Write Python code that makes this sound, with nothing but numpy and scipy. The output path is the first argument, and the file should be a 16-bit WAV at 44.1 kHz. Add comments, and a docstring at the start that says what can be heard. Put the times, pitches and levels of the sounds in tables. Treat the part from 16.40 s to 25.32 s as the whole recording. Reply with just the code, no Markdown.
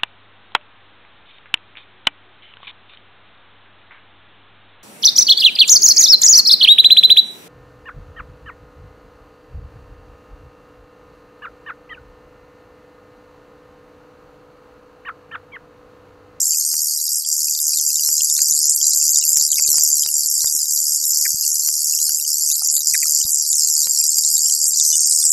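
"""A coil tattoo machine buzzes: its armature bar strikes the coil core about 76 times a second.
Each blow sends a noise burst through the resonances of the steel frame, with a short echo 7 ms later.
Delayed copies flange the buzz; low tone ticks, falling chirps and one late pair of thin tones join it.
Coarse rounding of cosine blocks breaks the treble into chirping grains; faint hisses and clicking lie below."""
import sys
import numpy as np
from scipy import signal
from scipy.fft import rfft, irfft
from scipy.io import wavfile
from scipy.ndimage import uniform_filter1d

SR = 44100
rng = np.random.default_rng(int(sys.argv[2]) if len(sys.argv) > 2 else 0)


def undo_db(level):
    """Turn decibels back into plain size, where 20 dB means ten times bigger."""
    steps = np.asarray(level, float) / 20
    return 10 ** steps


def generate_wav(signal):
    """Clip the signal to [-1, 1] and save it as 16-bit WAV at the path in sys.argv[1]."""
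    frames = np.transpose(np.atleast_2d(signal))
    scaled = np.clip(frames, -1, 1) * 32767
    pcm = np.round(scaled).astype(np.int16)
    wavfile.write(sys.argv[1], SR, pcm)


N = 393372
BLOCK, GRID = 128, 471  # block hop and block grid offset, samples


def curves(rows):
    """Joins the rows of a table by straight lines in time."""
    s, *columns = np.transpose(rows)
    return [np.interp(np.arange(N) / SR, s, column) for column in columns]


def tremble(per_s):
    """Slow random curve: straight lines between normal draws, per_s of them a second."""
    knots = rng.standard_normal(round(N / SR * 30) + 2)
    return np.interp(np.arange(N) / SR * per_s, np.arange(len(knots)), knots)


def band_of(x, lo_hz, hi_hz, order):
    """Butterworth band-pass."""
    return signal.sosfilt(signal.butter(order, (lo_hz, hi_hz), "bandpass", fs=SR, output="sos"), x)


def loudness(x, size):
    """Running rms, smoothed twice over size samples."""
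    power = uniform_filter1d(uniform_filter1d(x ** 2, size), size)
    return np.sqrt(power + 1e-12)


# armature speed: [start_s, blows_per_s]
ARMATURE_SPEED = [(0.0, 77.28), (0.69, 76.7), (1.37, 76.19), (2.06, 75.59), (2.74, 75.49), (3.43, 75.22),
                  (4.12, 75.86), (4.8, 75.33), (5.49, 76.48), (6.18, 75.59), (6.86, 76.09), (7.55, 76.53),
                  (8.23, 76.34), (8.92, 77.65)]
# hardest blows: [start_s, extra_db]
HARDEST_BLOWS = [(2.018, 6.5), (2.297, 4.5), (2.788, 3.5), (2.97, 6.5), (3.118, 6.5), (6.249, 2.5),
                 (6.472, 3), (7.786, 7.5), (8.4, 1.5), (8.724, 5.5)]


def rattle(t60_s, rise_s, spread_db, floor_db, alike):
    """Noise bursts at each blow and dies away; the share alike of its power repeats from blow to blow."""
    first_turn = 0.83  # phase of the armature at the start, turns
    rate, = curves(ARMATURE_SPEED)
    turns = first_turn + np.cumsum(rate) / SR
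    blow = turns.astype(int)
    since_s = (turns - blow) / rate
    hard_db = spread_db * rng.standard_normal(blow[-1] + 1)
    for s, extra_db in HARDEST_BLOWS:
        hard_db[blow[round(s * SR)]] += extra_db
    burst = undo_db(hard_db[blow] - 60 * since_s / t60_s) * np.minimum(since_s / rise_s, 1)
    step = np.arange(N) - np.searchsorted(blow, blow)  # samples since the blow
    a, b = rng.standard_normal((2, 1000))[:, step]
    drift = 2 * np.pi * blow / 14  # the repeated shape changes slowly
    repeated = a * np.cos(drift) + b * np.sin(drift)
    noise = np.sqrt(alike) * repeated + np.sqrt(1 - alike) * rng.standard_normal(N)
    return (burst + undo_db(floor_db)) * noise


def ring(x, modes, shake_db, shake_per_s):
    """Resonances that swell and fade slowly by chance; each shifts its pitch to zero, smooths, shifts back."""
    out = np.zeros(N)
    for hz, width_hz, db in modes:
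        turn = np.exp(2j * np.pi * np.cumsum(hz * np.ones(N)) / SR)
        r = np.exp(-np.pi * width_hz / SR)
        rung = (turn * signal.lfilter([1 - r], [1, -r], x / turn)).real
        out = undo_db(db + shake_db * tremble(shake_per_s)) * rung - out  # neighbours in opposite phase
    return out


# flanging copies: [longest_delay_s, period_s, longest_delay_at_s, level_db]
FLANGE_COPIES = [(.002, 4, .63, -3.5), (.00133, 2.5, 2.25, -5.5)]


def sweep(x):
    """Adds copies whose delay swings between zero and its longest value, so comb notches sweep."""
    n, out = np.arange(N), x.copy()
    for longest_s, period_s, at_s, db in FLANGE_COPIES:
        lag_s = longest_s * np.cos(np.pi * (n / SR - at_s) / period_s) ** 2
        source = n - np.round(lag_s * SR).astype(int)
        out += undo_db(db) * x[np.maximum(source, 0)]
    return out


# machine in the hand: [start_s, level_db]
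HAND_LEVEL = [(0, -16), (.25, -18.5), (.5, -20.5), (1, -18), (1.5, -18), (2.05, -14.5), (2.8, -15),
              (3.55, -15.5), (3.7, -17.5), (4.4, -17), (5.2, -18.5), (5.8, -18), (6.3, -17), (7.1, -16),
              (7.7, -15), (8.25, -15.5), (8.6, -15), (8.92, -12.5)]
# brief dips: [centre_s, depth_db]
LEVEL_DIPS = [(.83, 5.5), (1.18, 2.5), (2.21, 1.5), (2.39, 4.5), (2.828, 1.5), (3.088, 3.5), (3.69, 2.5),
              (4.26, 3.5), (4.429, 2.5), (4.608, 3.5), (4.98, 3), (5.838, 4), (6.2, 5), (6.419, 4.5),
              (6.859, 4.5), (7.05, 2.5), (7.47, 2.5), (8.18, 3), (8.321, 4), (8.678, 0)]


def level():
    """Slow level of the hand, and the same with Gaussian dips and wavering, both in dB."""
    dip_s, rebound = 0.035, 0.23  # half width; share that swings back around a dip
    waver_db, waver_per_s = 0.83, 14
    slow_db, = curves(HAND_LEVEL)
    s, depth_db = np.transpose(LEVEL_DIPS)
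    t = np.arange(0, N / SR + 0.01, 0.005)
    u = (t[:, None] - s) / dip_s
    shape = rebound * np.exp(-(u / 3) ** 2) - (1 + rebound) * np.exp(-u ** 2)
    dips_db = np.interp(np.arange(N) / SR, t, (depth_db * shape).sum(1))
    return slow_db, slow_db + dips_db + waver_db * tremble(waver_per_s)


# resonances: [pitch_hz, width_hz, relative_db]; the frame pitches are those at pitch_factor 1
LOW_MODES = [(3786, 500, -13.5), (4831, 320, -0.5), (5723, 350, -1)]
FRAME_MODES = [(6428, 340, -5), (7960, 250, -6), (8534, 320, -9.5), (6907, 340, -6.5)]
FIZZ_MODES = [(9830, 800, -3), (11620, 600, 1), (12660, 800, -1), (13130, 700, -3)]
# machine turns its side, most when lifted away: [start_s, pitch_factor, main_ring_db, low_rattle_db]
TURNING = [(0, 1, 4.5, -4), (.3, 1.024, -4.5, -1), (.75, 1.02, -1.5, 2), (.95, 1.007, 0, 0),
           (2, 0.99, 2.5, 0.15), (3.8, 1.004, 4.5, 0), (4.2, 1, 1, -.3), (6, 0.99, 2, 0.5),
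           (8.3, 1.025, 3.5, 0.46), (8.38, 0.99, 2.5, 0), (8.5, .95, -9, -4.5), (8.6, 1.027, -4.5, -5),
           (8.72, 1.11, -4, 1.57), (8.8, 1.06, -3, -2.5), (8.92, 1.037, 9, 0.3)]
# slow level of the fizz: [start_s, fizz_db]
FIZZ_LEVEL = [(0, -2.1), (.4, 0), (6.3, 0.73), (7.2, -0.74), (8.3, -1), (8.55, -4), (8.92, -2)]


def machine():
    """Low rattle, frame and fizz ring on each blow, then pass through flanging and one short echo."""
    main_hz, main_width_hz, lowest_hz = 7300, 300, 3400
    echo_s = 308 / SR
    slow_db, level_db = level()
    pitch, main_db, turned_db = curves(TURNING)
    # mostly the frame swells: low rattle and fizz lose a share of each dB gained
    gained_db = slow_db + 17
    low_db = -6.5 - 0.7 * gained_db + turned_db
    fizz_db = -6 - 1.1 * gained_db + curves(FIZZ_LEVEL)[0]
    frame = [(hz * pitch, width_hz, db) for hz, width_hz, db in FRAME_MODES]
    frame.insert(1, (main_hz * pitch, main_width_hz, main_db))
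    # modes, part_db, echo_db, drive
    parts = [(LOW_MODES, low_db, -6.5, rattle(0.018, 0.0018, 1.9, -22, 0.41)),
             (frame, 0, -5.5, rattle(0.012, 0.001, 1.4, -19.5, 0.45)),
             (FIZZ_MODES, fizz_db, -6, rattle(0.01, 0.0005, 1.5, -26.5, 0.42))]
    lag, out = round(echo_s * SR), np.zeros(N)
    for modes, part_db, echo_db, drive in parts:
        rung = ring(drive, modes, shake_db=1, shake_per_s=14)
        sound = sweep(band_of(rung, 3400, 14000, order=4))
        sound[lag:] += undo_db(echo_db) * sound[:-lag].copy()
        out += undo_db(part_db) * sound / loudness(sound, size=9000)
    out *= undo_db(level_db) / loudness(out, size=2400)
    return irfft(rfft(out) * (np.fft.rfftfreq(N, 1 / SR) > lowest_hz), N)


def flicker():
    """Faint hiss at the very top switches on and off by chance, partly unlike left and right."""
    level_db, lo_hz, hi_hz, hold = -59, 13800, 16000, 1024  # hold in samples
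    on = np.repeat(rng.random(N // hold + 2) < 0.55, hold)[hold - GRID:][:N]
    hiss = band_of(rng.standard_normal((2, N)), lo_hz, hi_hz, order=8)
    mid, side = hiss * uniform_filter1d(on * 1., 500)
    return undo_db(level_db) * np.array([mid + 0.8 * side, mid - 0.92 * side]) / mid.std()


def patter():
    """Very faint evenly spaced clicks under the buzz, one every two blocks, of random strength."""
    level_db, first_sample = -80, 95
    clicks = np.zeros(N)
    at = np.arange(first_sample, N, 2 * BLOCK)
    clicks[at] = undo_db(4.5 * tremble(26)[at]) * (0.86 + 0.76 * rng.standard_normal(len(at)))
    clicks = band_of(clicks, 40, 3600, order=1)
    return undo_db(level_db) * clicks / clicks.std()


# short low ticks: [centre_s, level_db, first_tone_hz, last_tone_hz]
LOW_TICKS = [(0.133, -37, 2990, 3015), (0.342, -34, 267, 2842), (0.85, -27.5, 3300, 3187),
             (1.084, -33.5, 2580, 2670), (1.398, -32, 3280, 3187), (1.503, -34.5, 2670, 2670),
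             (1.596, -30, 2930, 3015), (1.689, -31.5, 88, 2842), (1.808, -21, 2860, 3187),
             (1.991, -29, 1520, 2670), (2.124, -34, 87.4, 86), (2.414, -28, 3220, 3187),
             (2.826, -28, 2830, 2842), (2.84, -29.5, 2680, 2670), (2.919, -38, 86, 3140),
             (2.971, -37.5, 86, 2670), (3.011, -37.5, 260, 1120), (3.131, -23, 3193, 3187),
             (3.198, -33, 88, 1464), (3.25, -32, 2500, 2498), (3.29, -31, 87, 431),
             (3.291, -37.5, 2870, 3187), (3.343, -32, 86, 1292), (3.383, -27.5, 87.6, 3187),
             (3.634, -25.5, 3190, 3015), (3.662, -30, 88.5, 3015), (3.688, -28, 2830, 2842),
             (4.045, -29, 82.6, 1981), (4.15, -37, 263, 258), (4.811, -39, 86.6, 603),
             (4.945, -28, 82.6, 86), (5.287, -33, 1115, 3187), (5.537, -30.5, 2700, 2670),
             (5.59, -33, 2842, 3187), (5.694, -35, 1540, 1637), (5.7, -44, 86, 86),
             (5.798, -33, 2730, 2842), (5.85, -33, 3015, 3015), (6.221, -32.5, 810, 1292),
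             (6.379, -39, 1470, 3187), (6.524, -38.5, 86, 86), (6.565, -44, 86.6, 3187),
             (6.658, -36, 1292, 1292), (6.814, -29, 3000, 3015), (6.852, -28, 84, 86),
             (6.867, -40, 267, 1120), (7.377, -42, 263, 1637), (7.472, -29.5, 90.5, 3187),
             (8.098, -28.5, 3110, 3187), (8.84, -40, 1500, 1981)]
# runs of ticks that fall in pitch: [start_s, length_s, level_db, first_hz, last_hz]
FALLING_CHIRPS = [(3.184, 0.0087, -26, 2440, 2320), (4.855, 0.0093, -21, 2140, 1840),
                  (6.544, 0.0088, -17.5, 2255, 1906), (6.629, 0.0055, -22, 2330, 2170)]


def ticks():
    """Each tick is a 6 ms sine-shaped swell of one to eight tones spread over its band."""
    chirp_step_s, chirp_width_hz = 0.004, 380
    faint_per_s, faint_db, faint_lo_hz, faint_hi_hz = 0.9, -35, 2490, 3080
    rows = list(LOW_TICKS)
    for start_s, length_s, db, first_hz, last_hz in FALLING_CHIRPS:
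        count = 1 + round(length_s / chirp_step_s)
        for s, hz in np.linspace((start_s, first_hz), (start_s + length_s, last_hz), count):
            rows.append((s, db, hz - chirp_width_hz / 2, hz + chirp_width_hz / 2))
    # faint one-tone ticks fall by chance
    for when, pitch in rng.random((round(faint_per_s * N / SR), 2)):
        hz = faint_lo_hz + (faint_hi_hz - faint_lo_hz) * pitch
        rows.append((0.01 + when * (N / SR - 0.02), faint_db, hz, hz))
    n, out = np.arange(2 * BLOCK), np.zeros(N)
    swell = np.sin(np.pi * (n + 0.5) / (2 * BLOCK))
    for (s, db, lo_hz, hi_hz), chance in zip(rows, rng.random((len(rows), 8))):
        count = min(1 + round((hi_hz - lo_hz) / 450), 8)
        cycles = np.outer(np.linspace(lo_hz, hi_hz, count), n / SR) + chance[:count, None] / 2
        tones = np.cos(2 * np.pi * cycles).sum(0)
        at = round(s * SR) - BLOCK
        out[at:at + 2 * BLOCK] += undo_db(db) * swell * tones / np.sqrt(count)
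    return out


def thin_tones():
    """Two thin tones swell and fade together."""
    start_s, length_s, level_db = 8.522, 0.039, -30
    t = np.arange(N) / SR - start_s
    swell = np.sin(np.pi * np.clip(t / length_s, 0, 1))
    return undo_db(level_db) * swell * sum(np.sin(2 * np.pi * hz * t) for hz in (2960, 3560))


def few_bits(x, kept, wobble, lo_hz):
    """Rounds 6 ms cosine blocks above lo_hz; per eight blocks the step spares only the strongest bins."""
    n, k = np.arange(2 * BLOCK)[:, None] + 0.5, np.arange(BLOCK) + 0.5
    window = np.sin(np.pi * n / (2 * BLOCK))
    basis = np.cos(np.pi / BLOCK * (n + BLOCK / 2) * k) * window * np.sqrt(2 / BLOCK)
    front, groups = 8 * BLOCK - GRID + 3 * BLOCK, N // (8 * BLOCK) + 3
    padded = np.zeros((8 * groups + 1) * BLOCK)
    padded[front:front + N] = x
    frames = np.lib.stride_tricks.sliding_window_view(padded, 2 * BLOCK)[::BLOCK]
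    c = (frames @ basis).reshape(groups, 8, BLOCK)
    share = np.clip(kept * np.exp(wobble * rng.standard_normal(groups)), 0.02, 0.5)
    ranked = -np.sort(-abs(c).reshape(groups, -1), axis=1)
    edge = ranked[np.arange(groups), (share * 8 * BLOCK).astype(int)]
    step = (edge * 0.5946 ** (-4 / 3) + 1e-9)[:, None, None]  # bins below edge round to zero
    rounded = np.sign(c) * step * np.floor((abs(c) / step) ** 0.75 + 0.4054) ** (4 / 3)
    c = np.where(k * SR / (2 * BLOCK) > lo_hz, rounded, c)
    blocks = c.reshape(-1, BLOCK) @ basis.T
    out = np.zeros_like(padded)  # overlap-add
    out[:-BLOCK] += blocks[:, :BLOCK].ravel()
    out[BLOCK:] += blocks[:, BLOCK:].ravel()
    return out[front:front + N]


def scene():
    """Machine, ticks, patter and a faint room hiss, alike in both channels."""
    room_db = -83
    mono = machine() + ticks() + patter() + undo_db(room_db) * rng.standard_normal(N)
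    return np.array([mono, mono])


def roll_off(x):
    """The treble ends steeply here."""
    return signal.sosfilt(signal.butter(12, 15830, fs=SR, output="sos"), x)


def record(dry):
    """Stores the treble coarsely, clips at full scale, then adds the thin tones and the top hiss."""
    stored = np.clip(few_bits(dry[0], kept=0.092, wobble=0.2, lo_hz=3300), -1, 1)
    mix = stored + thin_tones() + flicker()
    return roll_off(mix)


dry = scene()
out = record(dry)
generate_wav(out)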